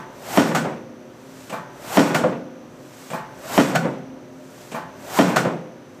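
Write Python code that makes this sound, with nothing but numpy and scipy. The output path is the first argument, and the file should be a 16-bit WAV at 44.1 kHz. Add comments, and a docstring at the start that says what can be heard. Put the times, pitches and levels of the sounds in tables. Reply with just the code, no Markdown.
"""A rising rush over the drone of a power pack ends in a boom: a hydraulic hammer drives a steel pile.
Every 1.6 s oil hisses as the ram is lifted, a valve clacks at the top, and the ram falls with a moan.
The impact excites the modes of pile and casing, which decay freely. The hammer rebounds, lands with
a bright clank, settles with a knock and shudders."""
import sys
import numpy as np
from scipy import signal
from scipy.fft import rfft, irfft
from scipy.io import wavfile
from scipy.ndimage import uniform_filter1d, minimum_filter1d

SR = 44100
rng = np.random.default_rng(int(sys.argv[2]) if len(sys.argv) > 2 else 0)


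def log_audio(samples):
    """Write samples as a 16-bit WAV file to the path given in sys.argv[1]."""
    # one column per channel
    frames = np.atleast_2d(samples).T
    # limit to full scale, then quantise
    limited = np.clip(frames, -1, 1)
    pcm = np.round(limited * 32767).astype(np.int16)
    wavfile.write(sys.argv[1], SR, pcm)


N = 264600
T = np.arange(N) / SR


def gain_of(db):
    """Amplitude ratio of a level in decibels."""
    return 10 ** (np.asarray(db) / 20)


def unit_rms(x):
    """Normalisation to rms 1."""
    return x / np.sqrt(np.mean(x ** 2) + 1e-20)


def add(mix, start_s, sound):
    """Superposition: a sound joins the mix from start_s."""
    at = round(start_s * SR)
    sound = sound[max(-at, 0):]
    part = mix[max(at, 0):][:len(sound)]
    part += sound[:len(part)]


def curve_at(points, hz):
    """Interpolation of (frequency_hz, value) points on a log-frequency axis."""
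    points_hz, values = np.transpose(points)
    return np.interp(np.log(hz + 1), np.log(points_hz + 1), values)


def noise(spectrum, size=N):
    """Spectral shaping: white noise takes on a relative spectral density, at rms 1."""
    hz = np.fft.rfftfreq(size, 1 / SR)
    return unit_rms(irfft(rfft(rng.standard_normal(size)) * gain_of(curve_at(spectrum, hz)), size))


def band(centre_hz, width_hz):
    """Resonance: narrow-band noise of rms 1; centred on 0 Hz it is a slow random fluctuation."""
    hz = np.fft.rfftfreq(N, 1 / SR)
    return unit_rms(irfft(rfft(rng.standard_normal(N)) / (1 + ((hz - centre_hz) / width_hz) ** 2), N))


def burst(rows, rise_s):
    """Modal overlap: countless struck modes merge into noise whose bands decay at their own rates."""
    centres_hz, density_db, t60_s = np.transpose(rows)
    t, hz = T[:2 * SR], np.fft.rfftfreq(2 * SR, 1 / SR)
    spectrum = rfft(noise(np.c_[centres_hz, density_db], size=len(t)))
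    bands = (irfft(spectrum * curve_at(np.c_[centres_hz, share], hz)) for share in np.eye(len(rows)))
    decaying = sum(part * np.exp(-np.log(1000) * t / t60) for part, t60 in zip(bands, t60_s))
    return decaying * (1 - np.exp(-t / rise_s))


def ring(modes, scatter=0.):
    """Damped modes: far from the struck end they alternate in sign, so the sum swells, then fades."""
    t = T[:2 * SR]
    detune = 1 + scatter * rng.standard_normal(len(modes))
    return sum((-1) ** k * gain_of(db) * np.exp(-np.log(1000) * t / t60)
               * np.sin(2 * np.pi * hz * detune[k] * t) for k, (hz, db, t60) in enumerate(modes))


def swell(times, rise_db_per_s, fade_db_per_s, hold_s=0, sag_db_per_s=0):
    """Exponential growth and decay: a gain climbs to 1 at each time, holds or sags, then fades."""
    t = T - np.reshape(times, (-1, 1))
    down_db = (rise_db_per_s * np.maximum(-t, 0) + sag_db_per_s * np.clip(t, 0, hold_s)
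               + fade_db_per_s * np.maximum(t - hold_s, 0))
    return gain_of(-down_db.min(axis=0))


def stroke_times():
    """Periodic extension: the times of the blows, with one more before and after at the same pace."""
    starts_s = [row[0] for row in BLOWS]
    period_s = np.mean(np.diff(starts_s))
    return np.array([starts_s[0] - period_s, *starts_s, starts_s[-1] + period_s])


# Engine and pump tones (levels in all tables are relative): pitch_hz, level_db
ENGINE_TONES = [(134.6, -57), (263.8, -52.5), (301.5, -58), (355.3, -56), (387.6, -58.5), (527.6, -59),
                (602.9, -54.5), (721.4, -62.5), (963.6, -63.5), (1200, -66.5)]
# Roar of engine and fan: frequency_hz, density_db
ENGINE_ROAR = [(18, -72), (30, -46), (43, -35), (119, -5.5), (205, -7), (260, -7.5), (328, -12.5),
               (374, -4), (415, -9.5), (538, -9.5), (774, -14.5), (1440, -19.5), (5440, -35.5),
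               (6040, -41.5), (15000, -46)]

def power_pack(tones_db=-2.5, roar_db=-46, hum_db=-67, whistle_db=-65, waver=0.0038, flutter_db=3):
    """Rotating machinery radiates tones in broadband noise; these, a hum and an oil whistle follow load."""
    # The pump's load builds up through the lift and is shed after the blow.
    load = swell(stroke_times() - 0.29, rise_db_per_s=48, fade_db_per_s=60, hold_s=0.62)
    wavering_s = np.cumsum(1 + waver * band(0, 2.87)) / SR
    tones = sum(gain_of(db + flutter_db * band(0, 6.2)) * np.sqrt(2)
                * np.sin(2 * np.pi * (hz * wavering_s + rng.random())) for hz, db in ENGINE_TONES)
    engine = gain_of(2.4 * load) * (gain_of(tones_db) * tones + gain_of(roar_db) * noise(ENGINE_ROAR))
    hum = gain_of(hum_db + 8 * load) * band(centre_hz=55.7, width_hz=10)
    whistle = gain_of(whistle_db + 3 * load) * band(centre_hz=6010, width_hz=410)
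    return engine + hum + whistle


# Oil rushing on the lift, in the fall and as a shrill jet: frequency_hz, density_db
LIFT_HISS = [(300, -15), (1200, 4.5), (2500, -1), (4500, -3), (7800, -1), (10000, -10.5), (12500, -6.5),
             (15500, -14)]
FALL_HISS = [(80, 7.5), (250, 5.5), (700, 10.5), (1300, 6.5), (2200, 1.5), (4000, -3.5), (7800, -4),
             (10000, -15), (12500, -11.5), (15500, -24)]
JET_HISS = [(2000, -30), (5000, -10), (7800, 5), (10000, -3), (12500, 4.5), (15500, -4)]

def oil_flow(lift_db=-48.5, fall_db=-24.5, jet_db=-34, spurt_db=-45.5, churn_db=0.57, churn_hz=60,
             shutoff_lead_s=0.41, hold_s=0.16):
    """Flow noise follows the speed of the ram: gentle on the lift, a swelling rush in the fall."""
    strokes = stroke_times()
    full_flow_s = strokes - shutoff_lead_s - hold_s
    lift = gain_of(lift_db) * swell(full_flow_s, rise_db_per_s=50.5, fade_db_per_s=170, hold_s=hold_s)
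    fall = gain_of(fall_db) * swell(strokes, rise_db_per_s=129.5, fade_db_per_s=85.5)
    # At top speed the jet through the valve turns shrill; it spurts again just after the blow.
    jet = gain_of(jet_db) * swell(strokes, rise_db_per_s=137, fade_db_per_s=480)
    spurt = gain_of(spurt_db) * swell(strokes + 0.11, rise_db_per_s=450, fade_db_per_s=450)
    hiss = lift * noise(LIFT_HISS) + fall * noise(FALL_HISS) + (jet + spurt) * noise(JET_HISS)
    starts_s, *_, flow_db = np.transpose(BLOWS)
    return hiss * gain_of(np.interp(T, starts_s - .5, flow_db) + churn_db * band(0, churn_hz))


def guide_friction(level_db=-29.5, base_hz=560, climb_hz=566.5, climb_s=.052, width_hz=45):
    """Sliding friction: the ram rubs in its guide, a hoarse moan climbing ever faster up to the blow."""
    out = np.zeros(N)
    for blow_s, *_ in BLOWS:
        pitch_hz = base_hz + climb_hz * np.exp(np.minimum(T - blow_s, 0) / climb_s)
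        tone = np.sqrt(2) * np.sin(2 * np.pi * np.cumsum(pitch_hz) / SR)
        out += swell(blow_s, rise_db_per_s=116, fade_db_per_s=3000) * tone
    return gain_of(level_db) * out * band(0, width_hz)


# Valve switching at the top of the lift: start_s, level_db
VALVE_SWITCHES = [(-0.105, -23), (1.495, -23.5), (3.101, -22), (4.715, -23.5)]
# Tick of the spool and slam of the oil: frequency_hz, density_db, t60_s
VALVE_TICK = [(61.4, -25, .2), (110, -11, 0.36), (159, 14.5, 0.6), (346, -4, 0.35), (580, 6.5, 0.54),
              (1200, -7, 0.82), (2000, -8, 0.31), (2780, -4, .2), (4600, -19, 0.23), (8150, -12.5, 0.26),
              (10000, -24, 0.14), (15000, -27, .15)]
VALVE_SLAM = [(70, -15, 0.22), (233, 8, 0.23), (400, -5.5, 0.25), (560, -3.5, 0.38), (1030, 4.5, 0.4),
              (1600, -6, 0.63), (2350, -16.5, 0.61), (4000, -20.5, 0.41), (8000, -25, 0.16),
              (10000, -24, 0.16), (15000, -22, .15)]
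# Modes of the oil lines and valve block: pitch_hz, level_db, t60_s
LINE_MODES = [(236, -5.5, 0.32), (501, 0, 0.23), (653, 2, 0.2), (680, -10.5, 0.85), (873, -2.5, 0.7),
              (1000, -11, 0.84), (1070, -9, 0.51), (1150, -7.5, 0.44), (1540, -12, 0.79), (1706, -15, .55),
              (1850, -12.5, 0.55), (2440, -12, 0.31), (2340, -8, 0.2), (3600, -26, 0.21)]

def valve(tick_db=-6, slam_db=-3, lines_db=-7, slam_delay_s=.030):
    """Hydraulic shock: the spool ticks over, then the stopped oil slams the lines and sets them ringing."""
    out = np.zeros(N)
    for start_s, db in VALVE_SWITCHES:
        add(out, start_s, gain_of(db + tick_db) * burst(VALVE_TICK, rise_s=0.0023))
        add(out, start_s + slam_delay_s, gain_of(db + slam_db) * burst(VALVE_SLAM, rise_s=0.0059))
        add(out, start_s + slam_delay_s, gain_of(db + lines_db) * ring(LINE_MODES, scatter=0.00627))
    return out


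# The rig shaking after a blow: frequency_hz, density_db
SHUDDER_SPECTRUM = [(30, -55), (80, -37), (130, -5.5), (175, 3), (300, -4.5), (420, -6), (620, -6.5),
                    (850, -10.5), (1450, -15.5), (2300, -21.5), (3500, -31), (8000, -55), (15000, -72)]

def shudder(level_db=-21.5, delay_s=0.048, rattle_db=1.5, rattle_hz=35):
    """Random amplitude modulation: casing, hoses and sheet piles shake while the hammer bounces."""
    envelope = np.zeros(N)
    for blow_s, *_, shudder_db, _ in BLOWS:
        shake = swell(blow_s + delay_s, rise_db_per_s=900, fade_db_per_s=103,
                      hold_s=0.25, sag_db_per_s=19.5)
        envelope += gain_of(level_db + shudder_db) * shake
    return envelope * unit_rms(noise(SHUDDER_SPECTRUM) * gain_of(rattle_db * band(0, rattle_hz)))


# Hammer landing after its rebound: start_s, level_db, frame_db, snap_db, snap_delay_s
LANDINGS = [(0.548, -17, -23.5, -17, 0.0036), (2.145, -17, -22.5, -12.5, 0.0025),
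            (3.75, -22, -19.5, -9, .006), (5.360, -15.5, -19.5, -11, .006)]
# Hammer settling on the pile: start_s, level_db, helmet_db
SETTLINGS = [(0.648, -24.5, -40), (2.237, -19, -18), (3.845, -21.5, -27.5), (5.448, -19, -24.5)]
# Dense vibration of the landing, the hard steel snap and the settling: frequency_hz, density_db, t60_s
CLANK_BANDS = [(25, -29, .15), (80, -46, .2), (153, -5, 0.85), (380, -20, 0.93), (695, -7.5, 0.18),
               (1100, -4.5, 0.2), (1380, -6, 0.24), (2270, -13, 0.22), (3960, -22.5, 0.29),
               (8140, -23.5, 0.33), (9500, -31.5, 0.29), (15000, -33, 0.23)]
SNAP_BANDS = [(300, -14, 0.033), (695, 10.5, 0.037), (1480, 11, 0.036), (2220, 8, 0.031),
              (3530, -9.5, 0.078), (7400, -9.5, 0.048), (9650, -17, 0.029), (13000, -10, 0.023),
              (15500, -30, 0.023)]
KNOCK_BANDS = [(40, -43, .3), (90, -4.5, .4), (151, 4, 0.57), (350, 2, 0.46), (600, -1, 0.71),
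               (930, 0, 0.31), (1490, -4, 0.2), (3000, -21, 0.13), (7000, -38, 0.22), (15000, -69, .2)]
# Modes of the hammer frame and of the helmet on the pile head: pitch_hz, level_db, t60_s
FRAME_MODES = [(134.9, -5.5, 0.63), (164.8, -0.5, 0.66), (515, -10, 0.99), (609, 5, 0.097), (694, 7, 0.071),
               (729, 5.5, 0.082), (759, 1, 0.19), (1167, -17, 0.13), (1405, -1, 0.22), (1480, -3, 0.3),
               (1500, 2.5, 0.15), (1760, -9, 0.24), (2160, -13, 0.12), (2850, -29, 0.059),
               (3490, -21, 0.16), (4370, -15, 0.2), (5660, -22, 0.25), (6700, -16.5, 0.14)]
HELMET_MODES = [(178, -12, 0.32), (499, 4, 0.22), (516.5, 4.5, 0.26), (564, -1, 0.23), (620, 0, 0.25),
                (725, -4.5, 0.18)]

def rebounds():
    """Elastic rebound: the hammer touches down, snaps home, and knocks once more as it settles."""
    out = np.zeros(N)
    for start_s, db, frame_db, snap_db, snap_delay_s in LANDINGS:
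        add(out, start_s, gain_of(db) * burst(CLANK_BANDS, rise_s=0.00087))
        add(out, start_s, gain_of(frame_db) * ring(FRAME_MODES, scatter=0.0044))
        add(out, start_s + snap_delay_s, gain_of(snap_db) * burst(SNAP_BANDS, rise_s=0.00087))
    for start_s, db, helmet_db in SETTLINGS:
        add(out, start_s, gain_of(db) * burst(KNOCK_BANDS, rise_s=0.00057))
        add(out, start_s, gain_of(helmet_db) * ring(HELMET_MODES, scatter=0.0039))
    return out


# Ram on pile: start_s, force_db, ring_db, drone_db, shudder_db, flow_db
BLOWS = [(0.373, -1, 0.5, -33.5, -0.5, 1.5), (1.971, 2, 1.5, -29, 1, 0.5),
         (3.577, 0.5, -1.5, -25.5, -1.5, 2), (5.188, -0.5, -2.5, -34, 0.5, 0.5)]
# Steel faces meeting, and the dense vibration of the blow: frequency_hz, density_db, t60_s
STRIKE_BANDS = [(150.2, -15, 0.021), (700, -1, 0.01), (1340, 5.5, 0.013), (1950, -10, 0.02),
                (3220, -8.5, 0.012), (6000, -12.5, 0.008), (15000, -43, 0.0074)]
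CRACK_BANDS = [(25, -49, .15), (70, -40, .15), (150, -23, .12), (470, 11, 0.17), (1010, -2.5, 0.39),
               (2000, -7, 0.087), (3440, -19, 0.38), (8300, -22.5, 0.55), (10000, -24, 0.15),
               (15000, -26, 0.091)]
# Modes of the struck steel: pitch_hz, level_db, t60_s
HEAVE_MODE = [(390, 0.5, 0.019)]  # first heave of the casing
BOOM_MODES = [(109, -35, 0.16), (135, -13.5, 0.2), (159.7, -7, 0.27), (200, 7, 0.086), (237.8, -0.5, 0.24),
              (278, 3.5, 0.22), (303.7, 0, 0.16), (335.2, -0.5, 0.12), (405, -7, 0.14), (452, -0.5, 0.12),
              (525, -14.5, 0.34), (555, -12.5, 0.26), (631, -0.5, 0.15), (675, -0.5, 0.16),
              (737, 2.5, 0.035), (835, -17.5, 0.37), (853, -5.5, 0.098), (948, -1.5, 0.077),
              (1083, -27, 0.22), (1175, -20, 0.18), (1414, -20, 0.22), (1890, -24, 0.39), (2475, -24, 0.46)]  # short, strong modes of pile and casing
LONG_MODES = [(233, -2, 2), (252, 7, 0.14), (306.7, -3, 1.86), (359.7, -5.5, 1.93), (513, -9.5, 3),
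              (534, -3.5, 1.7), (640, -14, .7), (952, -24, 0.56), (1195, -23, 0.93), (1467, -5, 0.95)]  # long ring of the steel
SHEEN_MODES = [(3470, -1, 0.56), (4550, -2, .55), (5515, -3.5, 0.92), (5560, -11, 0.56), (5500, -9, 0.63),
               (5730, -3.5, 0.73), (5640, -5, 0.42)]  # thin, high ring of the casing
DRONE_MODE = [(261.3, -3.5, 3.04)]  # the pile's slowest-dying mode

def blows(boom_db=-10, heave_db=-4, crack_db=-16, strike_db=-2, long_db=-27, sheen_db=-39.5,
          strike_delay_s=.0018, echo_db=-13, echo_delay_s=0.032,
          chatter_db=-8, chatter_gap_s=0.0051, chatter_fade_db_per_s=80):
    """Impulse response: the ram meets the same steel each time, so every blow excites the same modes."""
    strike = gain_of(strike_db) * burst(STRIKE_BANDS, rise_s=0.00023)
    shock = gain_of(heave_db) * ring(HEAVE_MODE) + gain_of(crack_db) * burst(CRACK_BANDS, rise_s=0.0014)
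    add(shock, strike_delay_s, strike)
    blow = shock + gain_of(boom_db) * ring(BOOM_MODES)
    add(blow, echo_delay_s, gain_of(echo_db) * shock)  # reflection from the sheet-pile wall
    # Stress waves make the joint chatter.
    for delay_s in np.cumsum(chatter_gap_s * rng.uniform(.6, 1.2, size=6)):
        add(blow, delay_s, gain_of(chatter_db - chatter_fade_db_per_s * delay_s) * strike)
    tail = gain_of(long_db) * ring(LONG_MODES) + gain_of(sheen_db) * ring(SHEEN_MODES)
    drone = ring(DRONE_MODE)
    out = np.zeros(N)
    for start_s, force_db, ring_db, drone_db, *_ in BLOWS:
        add(out, start_s, gain_of(force_db) * blow + gain_of(ring_db) * tail + gain_of(drone_db) * drone)
    return out


def scene():
    """Superposition: the hammer's sounds, with deep bass cut below 100 Hz, over the power pack's drone."""
    hammer = blows() + rebounds() + shudder() + valve() + oil_flow() + guide_friction()
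    high_passed = signal.sosfilt(signal.butter(4, 100, "high", fs=SR, output="sos"), hammer)
    return (high_passed + power_pack())[None]


def record(dry, ceiling=.72, release_db_per_s=1100, bass_cut_hz=56, treble_cut_hz=15450):
    """Peak limiting squashes the blows; band limiting then removes deep bass and the highest treble."""
    over_db = 20 * np.log10(np.maximum(abs(dry[0]) / ceiling, 1))
    release_db = T * release_db_per_s
    held_db = np.maximum.accumulate(over_db + release_db) - release_db  # lets go within milliseconds
    limited = dry * gain_of(uniform_filter1d(minimum_filter1d(-held_db, size=25), size=25))
    lean = signal.sosfiltfilt(signal.butter(2, bass_cut_hz, "high", fs=SR, output="sos"), limited)
    low_pass = signal.firwin(511, treble_cut_hz, window=("kaiser", 9), fs=SR)
    return signal.oaconvolve(lean, low_pass[None], "same")


dry = scene()
out = record(dry)
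log_audio(out)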